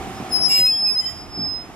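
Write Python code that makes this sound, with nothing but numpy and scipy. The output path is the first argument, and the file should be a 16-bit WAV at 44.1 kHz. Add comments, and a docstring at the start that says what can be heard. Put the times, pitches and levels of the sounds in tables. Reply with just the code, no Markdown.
"""A train wheel squeals at a high, nearly steady pitch as a diesel rolls slowly along a platform.
Stick-slip friction sustains one mode of the wheel; other modes break in briefly, and the nonlinear
contact mixes them with it while the steel grinds. Underneath are the engine's rumble, a fading whine,
the rush of rolling, dull knocks from the running gear and light wind on the microphone."""
import sys
import numpy as np
from scipy import signal
from scipy.fft import rfft, irfft
from scipy.io import wavfile
from scipy.ndimage import uniform_filter1d

SR = 44100
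rng = np.random.default_rng(int(sys.argv[2]) if len(sys.argv) > 2 else 0)


def store_wav(level_fs):
    """Save 16-bit WAV to argv[1]."""
    pcm = np.round(np.clip(np.atleast_2d(level_fs), -1, 1) * 32767)
    wavfile.write(sys.argv[1], SR, pcm.T.astype(np.int16))


N = 77175

# Noise of the running train: time_s, rumble_db, rolling_db
RUNNING_LEVELS = [(0, -35, -38), (.25, -36, -38.5), (.45, -34.5, -40.5), (.68, -40.5, -45.5),
                  (1.0, -41.5, -45.5), (1.35, -40.5, -45.5), (1.75, -41, -45.5)]
# Spectrum of the rumble and the rattle: frequency_hz, level_db
RUMBLE_SPECTRUM = [(30, -23), (60, -1), (130, -4.5), (200, -0.5), (350, -2.5), (450, -7), (560, -11),
                   (720, -1.5), (900, -9), (1200, -16), (2000, -63)]


def stick_slip_phase():
    """Self-excited oscillation: friction drives one wheel mode, which sags as the contact lets go."""
    # time_s, pitch_hz
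    pitch = [(.3, 5120), (.4, 5110), (.55, 5100), (.95, 5103), (1.15, 5086), (1.38, 5109), (1.65, 5103)]
    wobble_hz = 3 * walk(50.4)
    return phase_of(curve(pitch) + wobble_hz)


def wheel_squeal(phase):
    """Modulation: chatter at the contact roughens the almost pure tone of the main mode."""
    # time_s, level_db, left_minus_right_db
    squeal = [(0.12, -61, 6), (0.18, -46, 1), (0.25, -62, 1), (0.29, -55, -1), (0.328, -21, 5),
              (0.352, -15, 13.5), (0.395, -24, 0), (0.46, -12.5, 17.5), (0.49, -23.5, -4),
              (0.515, -15.5, 2), (0.54, -15, 0), (0.66, -14, 0.5), (0.78, -22.5, 0.5), (0.865, -16.5, -3),
              (0.915, -18.5, -15), (0.94, -26.5, 2), (0.965, -19, -1), (1.0, -16, -9), (1.03, -34.5, 15),
              (1.065, -21.5, -6), (1.14, -38.5, -7), (1.22, -37.5, 4), (1.28, -52, -3), (1.35, -32.5, -2),
              (1.43, -23.5, -4), (1.56, -26.5, -10.5), (1.62, -36, -11), (1.68, -62, 16)]
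    # Modulation by chatter: time_s, depth_db
    rasp_depth = [(.3, -36), (.38, -24), (.46, -21), (.51, -14), (.55, -21), (.62, -29), (.72, -48),
                  (1.4, -62)]
    # frequency_hz, level_db
    rasp_spectrum = [(60, 14), (200, 6), (450, -9.5), (700, -29), (1500, -28)]
    # Reflections shift the phase between the sides as the wheel moves: time_s, left_lead_rad
    left_lead = [(.31, 1), (.36, -2.5), (.52, -2.5), (.6, -1.94), (.7, 0), (.88, 0.5), (.938, 2.5),
                 (.965, -1.7), (1.0, 2), (1.028, -5), (1.06, 1.33), (1.45, 1.07), (1.62, -1.6)]
    gain = np.sqrt(2) * undb(curve(squeal) + .3 * walk(41))
    rasp = undb(curve(rasp_depth)) * (noise(rasp_spectrum) + 1j * noise(rasp_spectrum))
    vibration = np.exp(1j * phase) * (1 + rasp)
    shift = curve(left_lead) / 2
    sides = (vibration * np.exp(1j * np.array([shift, -shift]))).imag
    return gain * sides * pan(curve(squeal, column=2))


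def overtones(phase):
    """Harmonic generation: hard sticking and slipping adds a second and a third harmonic."""
    # time_s, second_harmonic_db
    bite = [(.26, -88), (.305, -55), (.333, -25), (.38, -41), (.45, -34), (.64, -41), (.8, -51), (.93, -43),
            (1.1, -57), (1.22, -78), (1.44, -61), (1.6, -84)]
    second = multipath(2 * phase, flutter_db=4)
    third = undb(-14) * multipath(3 * phase, flutter_db=4)
    return undb(curve(bite)) * (second + third) * pan(-.5)


def mode_chirps(t, main_phase):
    """Intermodulation: brief modes mix with the main one, giving sum and difference tones."""
    # start_s, length_s, pitch_hz, level_db, mixing_db
    chirps = [(0.409, 0.028, 5575, -29.5, -49), (0.424, 0.034, 5328, -35, -55), (.48, 0.03, 2540, -48, -47),
              (0.48, 0.13, 2785, -33.5, -38.5), (0.543, .06, 3250, -55, -44),
              (0.645, 0.021, 2556, -32, -40), (0.702, 0.059, 3272, -44, -49.5),
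              (0.849, 0.035, 2553, -39, -53.5), (.985, 0.072, 3085, -47.5, -49.5),
              (1.057, 0.031, 3125, -41.5, -44)]
    # Combination tones: main_pitch_multiple, chirp_sign, level_db
    combinations = [(1, -1, 0.5), (1, 1, -1), (2, -1, -2.5), (2, 1, 1), (3, -1, -14)]
    # How well the wheel radiates them: frequency_hz, gain_db
    radiation = [(1000, -51), (1900, -2), (7900, 2), (8150, -16), (9200, -6), (9700, 0), (13000, 0.5),
                 (13250, -31.5)]
    attack_s, release_s, wobble_hz = .032, .03, 11.67
    out = 0
    for start, length, hz, db, mixing_db in chirps:
        swell = np.clip((t - start) / attack_s, 0, 1)
        decay = np.exp(-np.maximum(t - start - length, 0) / release_s)
        phase = phase_of(hz + wobble_hz * walk(79.43))
        tones = undb(db) * multipath(phase, flutter_db=4.5)
        for multiple, sign, tone_db in combinations:
            mixed_phase = multiple * main_phase + sign * phase
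            mean_hz = abs(mixed_phase[-1]) * SR / N / (2 * np.pi)
            radiated_db = np.interp(mean_hz, *np.transpose(radiation))
            tones += undb(mixing_db + tone_db + radiated_db) * multipath(mixed_phase, flutter_db=4.5)
        out += swell * decay * tones
    return out * pan(-2.5)


def grinding(patches=3):
    """Sliding friction: each flickering contact patch excites its own crowd of narrow steel modes."""
    # time_s, level_db
    level = [(.28, -70), (.34, -44), (.42, -52), (.53, -31), (.62, -35), (.72, -50.5), (1.0, -48),
             (1.2, -57), (1.35, -90)]
    # frequency_hz, level_db
    spectrum = [(1200, -29), (2000, 2), (2800, 1), (3800, -6.5), (4800, -1.5), (5500, 0.5), (6300, -6),
                (7700, 0), (8700, -15.5), (9700, 5), (10600, -0.5), (11300, -21), (12700, -1),
                (14000, -33.5), (15500, -16)]
    mode_width_hz, mode_spread_db, flicker_db = 45, 7, 3.5
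    hz = np.fft.rfftfreq(N, 1 / SR)
    out = 0
    for _ in range(patches):
        peaks = np.clip(rng.standard_normal(N), -2, 2)
        modes_db = mode_spread_db * np.interp(hz / mode_width_hz, np.arange(N), peaks)
        hiss = np.array([noise(spectrum), noise(spectrum)])
        patch = irfft(rfft(hiss) * undb(modes_db), N)
        out += patch / patch.std() * undb(flicker_db * walk(90.2))
    return out / np.sqrt(patches) * undb(curve(level) + walk(250)) * pan(-2.5)


def bogie_knocks(t):
    """Impulse response: dull blows ring the bogie's damped modes and leave a short rattle."""
    # start_s, level_db, decay_time_ratio
    blows = [(.060, -25.5, 0.95), (.201, -19, 0.58), (.589, -23.5, 0.56), (1.206, -40, 0.33),
             (1.375, -22.5, 1.5)]
    # pitch_hz, level_db, t60_s
    modes = [(130.9, -7, 0.53), (188.4, 1, 0.21), (237.2, 2, .16), (285.2, -1.5, 0.25), (355, -1.5, .12),
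             (690, -15, 0.093)]
    rise_s, rattle_decay_s = .002, .075
    out = 0
    for start, db, stretch in blows:
        age = np.maximum(t - start, 0)
        ring = 0
        for hz, mode_db, t60 in modes:
            detuned_hz = hz * (1 + .021 * rng.standard_normal())
            ring += undb(mode_db - 60 * age / (t60 * stretch)) * np.sin(2 * np.pi * detuned_hz * age)
        rattle = undb(-16) * noise(RUMBLE_SPECTRUM) * np.exp(-age / (rattle_decay_s * stretch))
        out += undb(db) * (1 - np.exp(-age / rise_s)) * (ring / 2 + rattle)
    return out * pan(-3)


def engine_rumble():
    """Random vibration: the engine radiates low noise of wavering level."""
    rumble = stereo_noise(RUMBLE_SPECTRUM, side_db=-12.5)
    return rumble * undb(curve(RUNNING_LEVELS) + 1.12 * walk(50.34)) * pan(-1)


def rolling_rush():
    """Rolling noise: wheels running on the rail radiate a broadband rush."""
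    # frequency_hz, level_db
    spectrum = [(500, -16), (900, -5.5), (1200, 1), (1600, -5), (2200, -5.5), (3200, -9.5), (4200, -15),
                (7000, -16), (10000, -20), (13500, -25.5), (15500, -61)]
    rush = stereo_noise(spectrum, side_db=-5)
    return rush * undb(curve(RUNNING_LEVELS, column=2) + .37 * walk(39.4)) * pan(-3)


def drive_whine(t):
    """Tonal machine noise: the drive's wavering partials add up to a whine that soon fades."""
    # pitch_hz, level_db
    partials = [(355, -44.5), (770, -43), (812, -60)]
    fade_midpoint_s, fade_s = .462, .11
    whine = 0
    for hz, db in partials:
        gain = np.sqrt(2) * undb(db + 2 * walk(20))
        whine += gain * np.sin(phase_of(hz + 4 * walk(24.5)))
    return whine * (1 - np.tanh((t - fade_midpoint_s) / fade_s)) / 2


def wind():
    """Turbulence: light gusts make low-frequency pressure fluctuations at the microphone."""
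    # time_s, level_db
    gusts = [(0, -38), (.35, -55), (.55, -59), (.8, -78), (1.05, -47), (1.25, -44.5), (1.5, -41),
             (1.75, -50.5)]
    # frequency_hz, level_db
    spectrum = [(20, -42), (36, 10), (70, 8.5), (120, 9.5), (250, -19), (600, -45)]
    return stereo_noise(spectrum, side_db=-2) * undb(curve(gusts) + 1.3 * walk(12)) * pan(-10.5)


def multipath(phase, flutter_db, drift_rad=.5, jitter_rad=.16):
    """Interference of shifting paths: a tone's level and phase wander separately on each side."""
    sides = []
    for _ in range(2):
        gain = np.sqrt(2) * undb(flutter_db * walk(70))
        sides.append(gain * np.sin(phase + drift_rad * walk(30) + jitter_rad * walk(400)))
    return np.array(sides)


def platform_echo(x, t, echo_db, t60_s=.45):
    """Reverberation: reflections from the train's side and the platform decay exponentially."""
    tail = rng.standard_normal((2, N)) * undb(-60 * t / t60_s)
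    tail /= np.sqrt(np.sum(tail ** 2, axis=1, keepdims=True))
    return x + undb(echo_db) * signal.fftconvolve(x, tail, axes=1)[:, :N]


def from_left(x, lag_s=.00006):
    """Path difference: sound from the train on the left reaches the right side later."""
    delay = np.exp(-2j * np.pi * np.fft.rfftfreq(N, 1 / SR) * lag_s)
    return np.array([x[0], irfft(rfft(x[1]) * delay, N)])


def undb(db):
    """Decibels to amplitude ratio."""
    return 10 ** (np.asarray(db) / 20)


def curve(table, column=1):
    """Linear interpolation of one column over time."""
    rows = np.array(table, float)
    return np.interp(np.arange(N) / SR, rows[:, 0], rows[:, column])


def walk(rate_hz):
    """Smooth random fluctuation with a spread near 1."""
    hold = max(int(SR / rate_hz), 1)
    steps = np.repeat(rng.standard_normal(N // hold + 2), hold)
    return 1.246 * uniform_filter1d(uniform_filter1d(steps, hold), hold)[:N]


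def noise(spectrum):
    """Spectral shaping of white noise, scaled to rms 1."""
    hz, db = np.array(spectrum, float).T
    bins_hz = np.maximum(np.fft.rfftfreq(N, 1 / SR), 1)
    gain = undb(np.interp(np.log(bins_hz), np.log(hz), db))
    x = irfft(rfft(rng.standard_normal(N)) * gain, N)
    return x / x.std()


def stereo_noise(spectrum, side_db):
    """Partly coherent noise of rms 1: a common mid plus an antiphase side."""
    side = undb(side_db)
    return (noise(spectrum) + side * noise(spectrum) * np.array([[1], [-1]])) / np.hypot(1, side)


def pan(db):
    """Constant-power gains for a left-minus-right level difference."""
    gains = undb(np.array([db, -db]).reshape(2, -1) / 2)
    return gains / np.sqrt(np.mean(gains ** 2, axis=0))


def phase_of(hz):
    """Phase as the time integral of frequency."""
    return 2 * np.pi * np.cumsum(hz) / SR


def scene():
    """Superposition of wheel, train and wind; the squeal beats with its echo when its pitch sags."""
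    t = np.arange(N) / SR
    phase = stick_slip_phase()
    tone = platform_echo(wheel_squeal(phase), t, echo_db=-20)
    screech = platform_echo(overtones(phase) + mode_chirps(t, phase) + grinding(), t, echo_db=-9)
    train = engine_rumble() + rolling_rush() + drive_whine(t) + bogie_knocks(t)
    return tone + screech + from_left(train) + wind()


def record(dry, cutoff_hz=15700):
    """Band limiting: a steep low-pass filter removes the highest treble."""
    return signal.sosfilt(signal.ellip(10, .2, 80, cutoff_hz, fs=SR, output="sos"), dry)


dry = scene()
out = record(dry)
store_wav(out)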